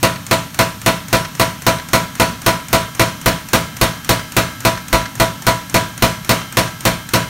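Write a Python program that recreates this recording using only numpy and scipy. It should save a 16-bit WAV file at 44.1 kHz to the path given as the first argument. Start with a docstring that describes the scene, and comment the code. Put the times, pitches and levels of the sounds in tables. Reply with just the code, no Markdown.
"""Power hammer in a forge

One microphone on the shop floor, near a pneumatic hammer drawing out a hot steel blade, nearly four
blows a second. Each cycle the air valve spits, air hisses as the ram comes down, and the dies crash
together: the frame booms, the anvil block and thin steel parts ring, and blade and tongs rattle.
Behind it the shop reverberates over the steady noise of motor and fans."""
import sys
import numpy as np
from scipy import signal
from scipy.fft import rfft, irfft
from scipy.io import wavfile

SR = 44100
rng = np.random.default_rng(int(sys.argv[2]) if len(sys.argv) > 2 else 0)


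def transcribe(signal):
    """Save signal, clipped to [-1, 1], as a 16-bit WAV file at the path in sys.argv[1]."""
    frames = np.atleast_2d(signal).T
    limited = np.clip(frames, -1, 1)
    pcm = np.round(limited * 32767).astype(np.int16)
    wavfile.write(sys.argv[1], SR, pcm)


N = 321472
AGE = np.arange(SR) / SR   # seconds since a contact


def from_db(db):
    """Decibels to gain."""
    return 10 ** (np.asarray(db) / 20)


def fade(t60_s, hold_s=0):
    """Envelope that holds, then dies by 60 dB in t60_s."""
    return from_db(-60 * np.maximum(AGE - hold_s, 0) / t60_s)


def coloured(white, spectrum):
    """Gives unit white noise a spectrum in dB per Hz, rolling off below its first point."""
    size = white.shape[-1]
    hz, db = np.transpose(spectrum)
    bins = np.maximum(np.fft.rfftfreq(size, 1 / SR), 1)
    gain = from_db(np.interp(np.log(bins), np.log(hz), db)) * np.minimum(bins / hz[0], 1) ** 2
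    return irfft(rfft(white) * gain, size) * np.sqrt(SR / 2)


def dense_modes(spectrum, repeat_share=0.72, repeat_below_hz=1800, clump_hz=110.3, clump_db=2):
    """One crowd of modes per blow: the lows mostly repeat, the highs change with each contact."""
    hz = np.fft.rfftfreq(SR, 1 / SR)
    same = rfft(rng.standard_normal(SR))
    fresh = rfft(rng.standard_normal((len(BLOWS), SR)))
    # each contact favours other clumps of modes
    favour_db = clump_db * rng.standard_normal((len(BLOWS), 512))
    clumps = from_db([np.interp(hz / clump_hz, np.arange(len(row)), row) for row in favour_db])
    fresh = fresh * clumps / np.sqrt(np.mean(clumps ** 2))
    share = repeat_share / (1 + (hz / repeat_below_hz) ** 2)
    return coloured(irfft(np.sqrt(share) * same + np.sqrt(1 - share) * fresh, SR), spectrum)


def ringing(modes, swell_s, spread_db=1.1):
    """One ring per blow, swelling as the shock spreads; each blow weights the modes differently."""
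    shapes = np.array([np.sin(2 * np.pi * hz * AGE) * from_db(db) * fade(t60) for hz, db, t60 in modes])
    weights = from_db(spread_db * rng.standard_normal((len(BLOWS), len(modes))))
    return weights @ shapes * (1 - np.exp(-AGE / swell_s))


def place(times, levels_db, sounds):
    """Lays one sound at each time."""
    out = np.zeros(N + 2 * SR)
    for s, db, sound in zip(times, levels_db, sounds):
        start = max(round(s * SR), 0)
        out[start:start + SR] += from_db(db) * sound
    return out[:N]


# Room tone of the forge: pitch_hz, level_db_per_hz
MACHINERY_SPECTRUM = [(25, -75), (70, -71), (115, -54.5), (190, -60), (280, -63), (380, -84.5), (800, -77),
                      (1300, -74.5), (2500, -78), (6000, -78.5), (10000, -82.5), (13000, -80), (16000, -89)]

def machinery():
    """Motor and fans run steadily in the background."""
    return coloured(rng.standard_normal(N), MACHINERY_SPECTRUM)


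# Standing waves of the shop, all around the microphone: pitch_hz, level_db, t60_s
STANDING_WAVES = [(76.5, -37, 0.84), (107.7, -32.5, 0.83), (151.2, -45, 1), (163.5, -30, 0.74),
                  (183.6, -42, 0.56), (210.7, -28, 0.59), (240.7, -36, 0.94), (280, -35.5, 0.83)]

def room_boom():
    """Standing waves build up slowly after each blow and carry over into the next."""
    times, crash_db, _ = np.transpose(BLOWS)
    return place(times, crash_db, ringing(STANDING_WAVES, swell_s=0.024))


# The blade meeting the lower die: pitch_hz, level_db_per_hz
CLACK_SPECTRUM = [(500, -54), (1600, -32.5), (2800, -44), (5500, -43.5), (8000, -56), (15000, -66)]

def clacks(times, level_db):
    """Hot steel is soft, so each contact is a short, dead clack."""
    noise = coloured(rng.standard_normal((len(times), SR)), CLACK_SPECTRUM)
    return place(times, level_db, noise * fade(t60_s=0.043, hold_s=0.002))


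# Knocks that reach the microphone clearly between blows: start_s, level_db
BLADE_KNOCKS = [(0.1586, -23), (1.2487, -17), (2.532, -23), (3.317, -24), (4.775, -20.5), (5.0555, -21)]

def blade_and_tongs():
    """Blade and tongs drop back on the die: a few clear knocks, and two light clacks after each blow."""
    knocks = clacks(*np.transpose(BLADE_KNOCKS))
    blows = np.repeat(np.array(BLOWS)[:, 0], 2)
    delay, force = rng.random((len(blows), 2)).T
    rattle = clacks(blows + 0.06 + 0.072 * delay, -33 + 11 * force)
    return knocks + rattle


# Air at the hammer, the valve's spit and the hiss driving the ram: pitch_hz, level_db_per_hz
SPIT_SPECTRUM = [(300, -45), (1300, -38), (2200, -35), (4000, -42), (6000, -34), (7600, -33), (8800, -32.5),
                 (10000, -41), (15500, -42)]
HISS_SPECTRUM = [(30, -68), (250, -65), (500, -78.5), (1400, -68.5), (4000, -81), (7000, -75.5),
                 (8200, -88.5), (8750, -77), (9500, -85), (13000, -83.5), (16000, -95)]

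def air_valve(lead_s=0.0447, opening_s=0.003):
    """Between two blows: a short spit as the valve opens, then a hiss while air drives the ram down."""
    blows = np.array(BLOWS)[:, 0]
    times = blows[1:] - lead_s - opening_s
    wait_s = np.diff(blows)
    spit_db = -27.5 + 150 * (wait_s - wait_s.mean())   # a longer wait builds more pressure
    white = rng.standard_normal((len(times), 2, SR))
    opening = np.minimum(AGE / opening_s, 1) ** 2
    spit = coloured(white[:, 0], SPIT_SPECTRUM) * opening * fade(t60_s=0.028, hold_s=opening_s)
    hiss = coloured(white[:, 1], HISS_SPECTRUM) * opening * fade(t60_s=0.08, hold_s=0.047)
    return place(times, spit_db, spit) + place(times, np.zeros(len(times)), hiss)


# How freely the anvil and the thin steel ring: time_s, anvil_db, steel_db
RING_FREEDOM = [(0, 0, -7), (1.4, 0.5, -0.5), (2.7, 1, 2), (3.3, -2.5, 2), (4.37, -4, 6), (4.95, 2.5, 1),
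                (5.45, 1.5, 3), (6.55, -3.5, 4), (7.2, -3.5, 3)]

def ring_levels(times):
    """The blade damps the anvil and the thin steel differently as it is moved along the die."""
    s, anvil_db, steel_db = np.transpose(RING_FREEDOM)
    return np.interp(times, s, anvil_db), np.interp(times, s, steel_db)


# The hammer from nearby, part by part from the floor up: pitch_hz, level_db, t60_s
FLOOR_THUD = [(32.7, -26, 0.18), (48.5, -18.5, 0.16), (58.5, -25.5, 0.23)]
FRAME_BOOM = [(116.2, -8.5, 0.2), (127.6, -18, 0.17), (173.4, -17, 0.36), (224.6, -20.5, 0.17),
              (232.9, -12.5, 0.19), (282.8, -18, 0.19), (327.4, -9.5, 0.14), (451, -23, 0.24),
              (523.2, -11.5, 0.15), (562, -25.5, 0.36), (634.4, -24.5, 0.46)]
ANVIL_RING = [(659.1, -6.5, 0.23), (705.4, -17.5, 0.17), (840, -22, 0.15), (883, -10, 0.094),
              (944, -18.5, 0.23), (982.5, -12, 0.36), (1036, -26, 0.41), (1159, -31, 0.3)]
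DIE_RING = [(1344, -21, 0.38), (1465, -22, 0.28), (1968, -19.5, 0.16), (2386, -23, 0.15), (3570, -28, 0.2),
            (4218, -20, 0.15), (6760, -45, .3), (8340, -40, 0.3), (8550, -32, 0.3)]
THIN_STEEL_RING = [(1318, -40.5, 1.74), (1592, -38.5, 1.2), (1650, -42.5, 1.55), (1706, -45.5, 1.4),
                   (2120, -36.5, 0.87), (2140, -43, 0.78), (2970, -45.5, 1.1), (3126, -39.5, 1.2),
                   (3250, -48, 1.5), (3980, -44.5, 1.1), (4930, -43.5, 1.5), (5980, -42.5, 0.87),
                   (7420, -39, .5), (15600, -52, .9)]

def hammer_body():
    """Every blow shakes the floor and rings the frame, the anvil block, the dies and thin steel parts."""
    times, crash_db, thud_db = np.transpose(BLOWS)
    anvil_db, steel_db = crash_db + ring_levels(times)
    die_db = 1 + 1.4 * anvil_db   # the dies touch the blade, so their ring swings further
    floor = place(times, thud_db, ringing(FLOOR_THUD, swell_s=0.016))
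    frame = place(times, crash_db, ringing(FRAME_BOOM, swell_s=0.0085))
    anvil = place(times, anvil_db, ringing(ANVIL_RING, swell_s=0.012))
    dies = place(times, die_db, ringing(DIE_RING, swell_s=0.0055))
    steel = place(times, steel_db, ringing(THIN_STEEL_RING, swell_s=0.0035))
    return floor + frame + anvil + dies + steel


# Near to far: crack of the dies, clang of the machine, shop reverberation: pitch_hz, level_db_per_hz
CRACK_SPECTRUM = [(100, -49), (500, -44), (1400, -49.5), (3000, -50), (4200, -50), (6000, -52.5),
                  (9000, -53.5), (15000, -54.5)]
CLANG_SPECTRUM = [(25, -56), (120, -54), (400, -50), (750, -49), (1050, -45.5), (1700, -50.5),
                  (2400, -48.5), (3300, -55), (4200, -51.5), (6000, -57), (9000, -58.5), (13500, -63),
                  (16000, -66)]
REVERB_SPECTRUM = [(25, -55), (70, -47), (160, -45), (270, -53.5), (400, -55.5), (780, -58), (1100, -52),
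                   (2000, -56.5), (4000, -60), (6000, -63), (10000, -66.5), (13500, -73.5), (16000, -76)]
# Blows of the ram, in front of the microphone: start_s, crash_db, floor_thud_db
BLOWS = [(0.0292, 0.1, 1), (0.3114, -0.5, -3), (0.5899, 0, -2), (0.8613, 0.5, 1), (1.1286, 0, 1),
         (1.3967, 0, -2), (1.6657, 0.5, 2), (1.9323, 0.5, 0), (2.1982, 0.65, -3), (2.463, 0.5, 3),
         (2.7294, 0.7, 6), (2.9953, 0.5, 4), (3.2594, 0.3, 10), (3.5325, 0.5, -2), (3.813, 0.5, 10),
         (4.0917, 0.5, 7), (4.3663, 0, 5), (4.6502, 0.1, -1), (4.928, -0.5, 13), (5.199, -0.5, 6),
         (5.4669, -0.1, 5), (5.7427, -0.1, 1), (6.0231, 0.6, 9), (6.2925, 0.7, -4), (6.57, 0.3, -3),
         (6.8521, 0, 1), (7.1353, 0.2, -4)]

def crash(bright_above_hz=6540):
    """The dies crack, the clang holds level briefly as if through a limiter, the shop reverberates."""
    times, crash_db, _ = np.transpose(BLOWS)
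    crack = dense_modes(CRACK_SPECTRUM) * fade(t60_s=0.038, hold_s=0.0014)
    clang = dense_modes(CLANG_SPECTRUM) * fade(t60_s=0.12, hold_s=0.024)
    build_up = 1 - np.exp(-AGE / 0.021)
    reverb = dense_modes(REVERB_SPECTRUM) * fade(t60_s=0.41, hold_s=0.043) * build_up
    crashes = crack + clang + reverb
    # where the anvil rings less, the crash is brighter
    anvil_db, _ = ring_levels(times)
    treble = signal.lfilter(*signal.butter(1, bright_above_hz, "high", fs=SR), crashes)
    treble_gain = from_db(0.21 * (anvil_db.mean() - anvil_db))
    return place(times, crash_db, crashes + (treble_gain[:, None] - 1) * treble)


def scene():
    """The hammer at work over motor and fans, in mono from one spot in the shop."""
    return (machinery() + crash() + hammer_body() + room_boom() + air_valve() + blade_and_tongs())[None]


# Dips in the treble at the microphone: pitch_hz, width_hz, gain_db
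TREBLE_DIPS = [(4860, 400, -7.5), (7700, 1200, -3.5), (10430, 1100, -5)]

def record(dry, ceiling=0.97, cutoff_hz=15750):
    """The treble is hollow in three places, the loudest peaks are rounded off, the top is cut."""
    for hz, width_hz, db in TREBLE_DIPS:
        band = signal.lfilter(*signal.iirpeak(hz, hz / width_hz, fs=SR), dry)
        dry = dry + (from_db(db) - 1) * band
    rounded = dry / (1 + (dry / ceiling) ** 10) ** (1 / 10)
    return signal.sosfilt(signal.ellip(12, 0.1, 80, cutoff_hz, fs=SR, output="sos"), rounded)


dry = scene()
out = record(dry)
transcribe(out)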